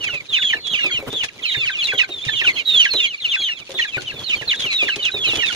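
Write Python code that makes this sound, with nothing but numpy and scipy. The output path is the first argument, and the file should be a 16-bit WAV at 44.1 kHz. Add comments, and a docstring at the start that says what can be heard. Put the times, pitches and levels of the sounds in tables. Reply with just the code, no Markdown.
"""Young chicks peep over one another all the time, in a small wooden pen, close to a hand-held phone.
Each peep is a whistle that glides down; many then break to a low note as the syrinx (voice organ) relaxes.
Feet thud on ringing floor boards and shuffle, as filtered noise; claws and beaks tick and crackle in litter.
The plank walls answer briefly, with a few echoes and a fading noise tail."""
import sys
import numpy as np
from scipy import signal
from scipy.fft import rfft, irfft, next_fast_len
from scipy.io import wavfile
from scipy.ndimage import uniform_filter1d, minimum_filter1d, map_coordinates

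SR = 44100
rng = np.random.default_rng(int(sys.argv[2]) if len(sys.argv) > 2 else 0)


def write(x):
    x = np.atleast_2d(x).T
    wavfile.write(sys.argv[1], SR, np.round(np.clip(x, -1, 1) * 32767).astype(np.int16))


N = 244755  # length in samples

# All levels in the tables are relative: the functions below lift, shape or mix them further.
# Peeps that break to a low note. Each row: start in seconds, length of the glide in seconds,
# pitch at the start in Hz, pitch at the break in Hz, level in dB, level of the low note in dB.
BREAKING_PEEPS = [(0.0, 0.083, 3050, 2158, -21.5, -27.5), (0.285, 0.095, 3900, 2467, -15, -17.5),
                  (0.345, 0.1804, 3508, 2844, -14.5, -11), (0.415, .011, 2950, 2850, -17.5, -26),
                  (0.716, 0.068, 4000, 2700, -21.5, -26.5), (0.766, 0.13, 2950, 2170, -18, -28),
                  (1.098, 0.13, 3580, 2878, -22.5, -18.5), (1.283, 0.0064, 3000, 2720, -20.5, -48),
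                  (1.443, 0.095, 3120, 2730, -25, -18.5), (1.448, 0.097, 4350, 2950, -17.5, -21),
                  (1.571, 0.08, 2850, 2240, -18, -33), (1.647, 0.043, 3330, 2456, -13.5, -16.5),
                  (1.871, 0.045, 2930, 2350, -18.5, -14.5), (1.977, 0.011, 4200, 3320, -12, -16.5),
                  (2.001, .022, 2950, 2426, -19, -27), (2.25, .028, 3490, 2970, -31.5, -19),
                  (2.286, 0.15, 3150, 2300, -25.5, -21), (2.354, 0.055, 3800, 2990, -18.5, -20.5),
                  (2.651, 0.2, 3900, 2600, -7.5, -12), (3.282, 0.073, 3650, 2430, -15, -17.5),
                  (3.402, 0.081, 4450, 2925, -19.5, -27), (3.745, 0.093, 3854, 2780, -16.5, -19),
                  (3.758, .026, 3800, 3150, -26, -17.5), (3.92, 0.049, 2700, 2250, -22.5, -19.5),
                  (4.052, .058, 3280, 2620, -22, -28), (4.349, 0.067, 3300, 2784, -26.5, -25.5),
                  (4.472, 0.058, 4400, 2600, -13.5, -24.5), (4.854, 0.026, 3050, 2550, -22.5, -14),
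                  (4.97, .115, 3150, 2365, -24.5, -25.5), (5.32, 0.098, 3380, 3096, -20.5, -13),
                  (5.341, 0.15, 3100, 2220, -22, -22.5)]
# Peeps that only slide. Each row: start in seconds, length in seconds, pitch at the start in Hz,
# pitch at the end of the slide in Hz, arch above a straight glide in Hz (halfway), level in dB.
SLIDING_PEEPS = [(0.059, .12, 3300, 2440, -80.5, -21.5), (0.325, 0.22, 4050, 2950, 131, -20),
                 (0.567, 0.1, 4230, 4100, 27, -31.5), (0.637, .07, 3545, 3330, -78.5, -24.5),
                 (0.643, 0.083, 3983, 3220, -100, -24), (0.7, 0.057, 4020, 2393, 126, -15.5),
                 (0.799, 0.11, 3780, 3350, 56, -30), (0.904, 0.079, 3270, 2650, 168, -14.5),
                 (1.121, 0.12, 3938, 2540, 153, -18.5), (1.419, 0.048, 3970, 2510, -150, -19),
                 (1.467, 0.15, 4050, 3524, -60, -18), (1.7, 0.1, 4110, 2374, -330, -21),
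                 (1.784, 0.048, 3470, 2750, 206, -12.5), (1.827, 0.044, 4280, 3530, 131, -13),
                 (1.88, .08, 3420, 3254, 18, -21.5), (1.971, 0.046, 3295, 2556, 91, -10.5),
                 (2.098, 0.11, 3795, 3330, 52, -24), (2.204, 0.042, 3150, 3640, 138, -22.5),
                 (2.266, 0.15, 3850, 2600, 59.5, -19), (2.436, .062, 3360, 2150, 150, -11),
                 (2.549, 0.065, 3274, 2300, -87, -21), (2.555, 0.057, 3280, 2900, 154, -22),
                 (2.839, 0.059, 3690, 2680, -130, -19), (2.899, 0.11, 4402, 3580, 31, -12),
                 (2.995, 0.065, 3580, 2996, 194, -12), (2.939, .11, 4290, 2740, -480, -16),
                 (2.997, 0.079, 2645, 2247, 45.5, -24), (3.048, 0.1, 3470, 2350, 198, -22.5),
                 (3.196, .08, 4300, 2460, -100, -17), (3.296, .23, 3630, 2726, 150.5, -17),
                 (3.535, 0.085, 3900, 2410, 205, -33), (3.85, 0.06, 4150, 3160, -200, -29.5),
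                 (4.124, .11, 3770, 3310, -100, -29), (4.235, 0.11, 4400, 2500, 274, -23),
                 (4.291, 0.052, 3280, 2390, -59, -15), (4.525, .02, 4200, 3600, -100, -20),
                 (4.553, 0.076, 4100, 3210, -110, -20), (4.588, 0.14, 4280, 2167, -200, -19.5),
                 (4.7, 0.12, 4100, 3270, 147.5, -13), (4.784, .055, 2840, 2376, -90, -14),
                 (4.86, 0.082, 3910, 2594, -250, -17), (5.023, 0.059, 4240, 2530, -120, -15),
                 (5.114, 0.14, 3970, 3250, -59.5, -16.5), (5.226, 0.11, 3450, 2600, -36, -17),
                 (5.231, 0.035, 3090, 2524, -100, -12.5), (5.256, 0.065, 4200, 2910, 304.5, -15.5),
                 (5.444, 0.066, 3870, 3090, 153, -17), (5.501, 0.064, 2920, 2800, 7, -23)]
# Effort of a breaking peep: level in dB at the start, at the crest, at the break.
BREAKING_EFFORT_DB = [-9.5, 0, -0.5]
# Effort of a sliding peep: level in dB at the start, at the crest, at the end, after settling.
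SLIDING_EFFORT_DB = [-7, -1.5, -3.5, -17.5]
# A whistle swells as it crosses this throat resonance. Each row: pitch in Hz, level in dB.
THROAT_RESONANCE = [(1500, -4), (2300, 3.5), (3100, -0.5), (3700, -3), (4400, -2)]
# Overtones of a whistle. Each row: multiple of the pitch, level in dB.
WHISTLE_OVERTONES = [(2, -23), (3, -23.5), (4, -32.5)]
# Colour of those overtones. Each row: frequency in Hz, level in dB.
BEAK_COLOUR = [(4000, 9.5), (5000, -3), (6600, 2.5), (7900, -14), (10000, -16), (15000, -5)]
# Colour of the husky noise in hard calling. Each row: frequency in Hz, level in dB per Hz.
HUSK_COLOUR = [(1000, -19.5), (2000, -1), (2500, -15.5), (3900, 9.5), (4800, -18.5), (6500, -8.5),
               (8000, -39), (15000, -28.5)]
# Basic delay of the left port. Each row: frequency in Hz, delay in seconds (each peep scales it).
LEFT_PORT_LAG = [(1200, 0.0000043), (2200, 0.00018), (3500, 0.00029)]
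# The phone's body shades the left port. Each row: frequency in Hz, left minus right in dB.
PHONE_SHADE = [(1000, 3.5), (2500, 0), (3500, 0.5), (4400, -2.5), (8000, .5)]
# Feet and pecks on the ground. Each row: start in seconds, peak of the knock in dB,
# centre of the knock in Hz, level of the boom in dB.
FOOT_THUDS = [(0.136, -31.5, 540, -40.5), (0.546, -28, 412, -51), (0.844, -21.5, 385, -61),
              (0.945, -43, 377, -39), (1.026, -24, 563, -47), (1.13, -23.5, 366, -54),
              (1.572, -30, 307, -33), (1.935, -21.5, 301, -41), (2.092, -28.5, 415, -50),
              (2.266, -34, 468, -30), (2.414, -30, 441, -49), (2.94, -20, 412, -41),
              (3.694, -26.5, 550, -57), (3.742, -27.5, 573, -56), (3.969, -21.5, 414, -32.5),
              (4.14, -31, 307, -38.5), (4.413, -26, 415, -39.5), (4.827, -21, 409, -50),
              (4.965, -25, 420, -44), (5.142, -23, 592, -38), (5.334, -20, 420, -45)]
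# Higher modes of the floor. Each row: frequency in Hz, width in Hz (wider dies faster), level in dB.
FLOOR_MODES = [(329, 74, -5.5), (415, 69, 4), (536, 31, -4.5), (780, 350, -27)]
# How busily the flock moves. Each row: time in seconds, trampling in dB, scratching in dB.
FLOCK_BUSTLE = [(0.0, -45.5, -56), (0.63, -50.5, -67), (0.88, -45, -65), (1.1, -45.5, -57.5),
                (1.34, -50, -61.5), (1.84, -52, -60), (2.18, -49, -62.5), (2.44, -43, -55.5),
                (2.87, -50, -67.5), (3.03, -58, -64), (3.25, -54.5, -62.5), (4.28, -46, -58.5),
                (4.62, -45, -50), (5.07, -47, -57.5), (5.25, -37, -53.5), (5.55, -43, -47)]
# Colour of the shuffling feet. Each row: frequency in Hz, level in dB per Hz.
GROUND_COLOUR = [(30, -14), (70, -6.5), (125, -2.5), (190, -6.5), (430, -3), (800, -12), (1300, -13.5),
                 (5000, -34.5)]
# Beak ticks and snapping litter. Each row: start in seconds, level in dB.
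BEAK_TICKS = [(0.143, -43), (0.6692, -37.5), (1.2354, -32), (1.243, -31), (1.2607, -52), (1.841, -35.5),
              (1.8705, -34.5), (2.251, -37), (2.8454, -38), (2.935, -34.5), (3.7165, -39.5), (4.019, -38.5),
              (4.9588, -33.5), (5.0508, -33.5)]
# Colour of the dry bedding. Each row: frequency in Hz, level in dB per Hz.
LITTER_COLOUR = [(400, 0), (1200, -1.5), (3500, 11.5), (5000, 2.5), (6800, 2.5), (7900, -12), (9300, -5),
                 (14000, -31), (15800, -30)]
# How long the pen rings. Each row: frequency in Hz, time to fade by 60 dB in seconds.
PEN_FADE = [(150, 0.61), (2500, 0.032), (10000, 0.16)]

ARCH_HZ_PER_S = 1400  # the longer a breaking peep, the longer it holds its pitch before falling
TIRING_DB_PER_S = 43  # the longer a breaking peep, the weaker it is when it breaks
LOW_NOTE_HZ, LOW_NOTE_S, LOW_NOTE_FADE_DB = 1597, .026, -3.5  # low note after a break at the usual pitch
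LOW_NOTE_FOLLOWS, USUAL_BREAK_HZ = 0.433, 2600  # a higher break lands on a higher low note
SETTLE_S, SETTLE_RATIO = 0.017, .95  # a sliding peep sinks a little more as it dies
ATTACK_S, RELEASE_S = .008, .006
BOOM_HZ, BOOM_WIDTH_HZ, BOOM_DB = 127, 23.6, 7.5  # lowest floor mode, and the lift added to each boom
TOP_HZ = 15600  # the phone keeps nothing above this


def chorus(distant_db=-46, joining_db=-13.0, husk_db=-20):
    """Farther birds never stop and join in when the near ones call; hard calling adds a husky edge."""
    near = near_chicks()
    husk = unit(filtered(pair(apart=0.45), lambda hz: amp(along(HUSK_COLOUR, hz))))
    far_level = amp(distant_db) + amp(joining_db) * loudness(near, seconds=0.078)
    far = far_level * far_chicks()
    husky_edge = amp(husk_db) * loudness(near, seconds=0.029) * husk
    return amp(-0.29) * near + far + husky_edge


def near_chicks(pan_db=-4.0, pan_spread_db=3.52, aside=1.023, aside_spread=0.13):
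    """The birds around the phone, mostly a little to the right: there louder and earlier."""
    out = np.zeros((2, N))
    calls = [(s, breaking(*row)) for s, *row in BREAKING_PEEPS]
    calls += [(s, sliding(*row)) for s, *row in SLIDING_PEEPS]
    places = rng.standard_normal((len(calls), 2))
    for (start, call), (turn, shade) in zip(calls, places):
        sound = peep(*call, pan_db=pan_db + pan_spread_db * shade, aside=aside + aside_spread * turn)
        add(out, start, sound)
    return out


def breaking(glide, start_hz, break_hz, db, low_db):
    """Lengths, pitches and levels of a peep that arches down, then drops to the low note."""
    low_hz = LOW_NOTE_HZ + LOW_NOTE_FOLLOWS * (break_hz - USUAL_BREAK_HZ)
    middle_hz = (start_hz + break_hz) / 2 + ARCH_HZ_PER_S * glide
    first, top, last = np.add(db, BREAKING_EFFORT_DB)
    levels = [first, top, last - TIRING_DB_PER_S * glide, low_db, low_db + LOW_NOTE_FADE_DB]
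    return glide, LOW_NOTE_S, [start_hz, middle_hz, break_hz, low_hz], levels


def sliding(glide, start_hz, end_hz, arch_hz, db):
    """Lengths, pitches and levels of a peep that slides down and settles without a break."""
    middle_hz = (start_hz + end_hz) / 2 + arch_hz
    pitches = [start_hz, middle_hz, end_hz, end_hz * SETTLE_RATIO]
    return glide, SETTLE_S, pitches, np.add(db, SLIDING_EFFORT_DB)


def peep(glide, tail, pitches, levels, pan_db, aside, waver=0.00828, flutter_db=3.0, rasp=0.12,
         half_db=-20, drop=4):
    """One whistle with overtones as it reaches the two ports, the left one later."""
    glide, tail = max(glide, .004), max(tail, .004)
    t = np.arange(int((glide + tail) * SR)) / SR
    size = len(t)
    # a smooth curve through the start, middle and end pitches
    curve = np.polyfit([0, .5, 1], pitches[:3], 2)
    hz = np.polyval(curve, np.minimum(t / glide, 1))
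    # after the glide the pitch moves fast, then settles on the last pitch
    ending = np.clip((t - glide) / tail, 0, 1)
    hz += (pitches[3] - pitches[2]) * (1 - (1 - ending) ** drop)
    hz *= 1 + waver * wobble(160.7, size)
    # half the delay goes to each port, with opposite signs
    lag_cycles = np.outer([.5, -.5], hz * aside * along(LEFT_PORT_LAG, hz))
    phase = 2 * np.pi * (np.cumsum(hz) / SR - lag_cycles)

    tone = np.sin(phase) * (1 + rasp * wobble(1400, size))
    for order, db in WHISTLE_OVERTONES:
        overtone_db = db + along(BEAK_COLOUR, order * hz) + 1.85 * wobble(47.3, size)
        tone += amp(overtone_db) * np.sin(round(order) * phase)
    # on low notes the slack membrane doubles its period: lines at half and one and a half times the pitch
    slack = np.clip((3400 - hz) / 1000, 0, 1)
    half_lines = np.sin(1.5 * phase) + .5 * np.sin(phase / 2)
    tone += slack * amp(half_db + 4 * wobble(25, size)) * half_lines

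    edges = np.clip(t / ATTACK_S, 0, 1) * np.clip((t[-1] - t) / RELEASE_S, 0, 1)
    level = effort(t, glide, tail, levels) + along(THROAT_RESONANCE, hz)
    pan = amp([[pan_db / 2], [-pan_db / 2]])
    return tone * edges * amp(level + flutter_db * wobble(107.9, size)) * pan


def effort(t, glide, tail, levels, crest=0.68):
    """Level of a peep in dB: a rounded swell over the glide, then straight steps through the ending."""
    first, top, last = levels[:3]
    u, crest = t / glide, np.clip(crest, .1, .9)  # both as parts of the glide
    rise = (first - top) * (1 - u / crest) ** 2
    fall = (last - top) * ((u - crest) / (1 - crest)) ** 2
    swell = top + np.where(u < crest, rise, fall)
    steps = np.linspace(glide, glide + tail, len(levels) - 2)
    return np.where(u < 1, swell, np.interp(t, steps, levels[2:]))


def far_chicks(count=130):
    """The rest of the flock at an even level: the same glide at random times, lengths and pitches."""
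    out = np.zeros((2, N))
    for k, (when, length, voice, size, place) in enumerate(rng.random((count, 5))):
        pitches = np.array([4050, 3300, 2600, 2250]) * (.85 + .27 * voice)
        levels = np.array([10, -7, 13.0, -13]) - 6 * size
        call = peep(.07 + .12 * length, 0.0234, pitches, levels, pan_db=-2.5, aside=0.66 + 0.39 * place)
        add(out, (k + when) / count * N / SR, call)
    return unit(out)


def thuds():
    """Soft feet boom on the floor; harder blows knock its higher modes, which ring and die away."""
    out, t = np.zeros(N), np.arange(SR // 6) / SR
    boom = np.exp(-np.pi * BOOM_WIDTH_HZ * t) * np.sin(2 * np.pi * BOOM_HZ * t)
    for s, db, centre, boom_db in FOOT_THUDS:
        ring = np.zeros(len(t))
        for hz, width, level in FLOOR_MODES:
            # modes far from the centre of the knock are weaker
            mode_db = level + rng.normal(0, 0.71) - 15.0 * np.log2(hz / centre) ** 2
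            mode = np.cos(2 * np.pi * hz * rng.normal(1, 0.052) * t)
            ring += amp(mode_db) * np.exp(-np.pi * width * t) * mode
        # the blow is followed by a short scuff of the toes
        scuff = 0.11 * rng.standard_normal(len(t)) * np.exp(-t / 0.016)
        blow = signal.fftconvolve((t == 0) + scuff, ring)
        add(out, s, amp(db + 1.5) * blow / np.abs(blow).max())
        add(out, s, amp(boom_db + BOOM_DB) * boom)
    return out


def litter():
    """Many feet shuffle on the ground; claws and beaks crackle in dry bedding, all as shaped noise."""
    trample_db, scratch_db = bustle()
    steps = pair(apart=0.39) * amp(5.24 * wobble(35, N))
    shuffle = unit(filtered(steps, lambda hz: amp(along(GROUND_COLOUR, hz))))
    # slow and fast level changes make the noise grainy
    grain = amp(5 * wobble(45, N) + 5 * wobble(900, N))
    crackle = unit(pair(apart=0.99) * grain) * amp(scratch_db + 11.5)
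    t = np.arange(SR // 25) / SR
    for s, db in BEAK_TICKS:
        tick = rng.standard_normal((2, len(t))) * amp(-60 * t / 0.072)
        add(crackle, s, amp(db + 5) * tick)
    bedding = filtered(crackle, lambda hz: amp(along(LITTER_COLOUR, hz) + 5.5))
    return shuffle * amp(trample_db + 3.5) + bedding


def bustle():
    """How busily the feet trample and scratch, in dB, one value per sample."""
    s, *columns = np.transpose(FLOCK_BUSTLE)
    return [np.interp(np.arange(N) / SR, s, column) for column in columns]


def pen(x, wet_db, walls_db, count=8):
    """A few plank echoes and a short diffuse tail of noise, each pitch fading at its own speed."""
    hz, t, z = signal.stft(rng.standard_normal((2, SR // 3)), SR, nperseg=256)
    fade = amp(-60 * t / along(PEN_FADE, hz)[:, None])
    tail = signal.istft(z * fade, SR, nperseg=256)[1]
    # the tail starts 5 ms after the direct sound
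    answer = amp(wet_db) * np.pad(tail / np.linalg.norm(tail[0]), ((0, 0), (SR // 200, 0)))
    for port in answer:
        echo_at = (rng.uniform(.003, .02, count) * SR).astype(int)
        port[echo_at] += amp(walls_db) * rng.choice([-1, 1], count) / np.sqrt(count)
    return signal.fftconvolve(x, answer, axes=1)[:, :N]


def amp(db):
    """Decibels to gain."""
    return 10 ** (np.asarray(db) / 20)


def unit(x):
    """Scale to rms (average strength) 1."""
    return x / np.sqrt(np.mean(x ** 2) + 1e-20)


def along(points, hz):
    """Read a curve of (Hz, value) points on a log frequency axis."""
    f, v = np.transpose(points)
    return np.interp(np.log(hz + 1), np.log(f + 1), v)


def wobble(rate, size):
    """A smooth random curve, with rate random points a second."""
    knots = rng.standard_normal(int(size * rate / SR) + 4)
    return map_coordinates(knots, [np.arange(size) * rate / SR])


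def filtered(x, response):
    """Multiply the spectrum of x by a response that depends on frequency."""
    m = next_fast_len(x.shape[-1] + 8192)
    spectrum = rfft(x, m) * response(np.fft.rfftfreq(m, 1 / SR))
    return irfft(spectrum, m)[..., :x.shape[-1]]


def add(track, s, sound):
    """Mix a sound into the track at time s, in seconds."""
    part = track[..., max(round(s * SR), 0):][..., :sound.shape[-1]]
    part += sound[..., :part.shape[-1]]


def pair(apart):
    """Noise at the two ports: a common part and a part that differs."""
    mid, side = rng.standard_normal((2, N))
    return unit(np.array([mid + apart * side, mid - apart * side]))


def loudness(x, seconds):
    """Running rms (average strength) of both ports together."""
    return np.sqrt(np.abs(uniform_filter1d(np.mean(x ** 2, axis=0), int(seconds * SR))))


def scene():
    """Chicks and their feet inside the pen."""
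    birds = filtered(chorus(), lambda hz: amp(np.outer([.5, -.5], along(PHONE_SHADE, hz))))
    flock = birds + thuds()
    return flock + pen(flock, wet_db=-11.5, walls_db=-16.5) + litter()


def record(dry):
    """A fast limiter holds peaks just under full scale; the phone then cuts all above its band limit."""
    needed = np.minimum(.98 / (np.abs(dry).max(axis=0) + 1e-9), 1)
    gain = uniform_filter1d(minimum_filter1d(needed, size=256), size=256)
    return filtered(dry * gain, lambda hz: hz < TOP_HZ)


dry = scene()
out = record(dry)
write(out)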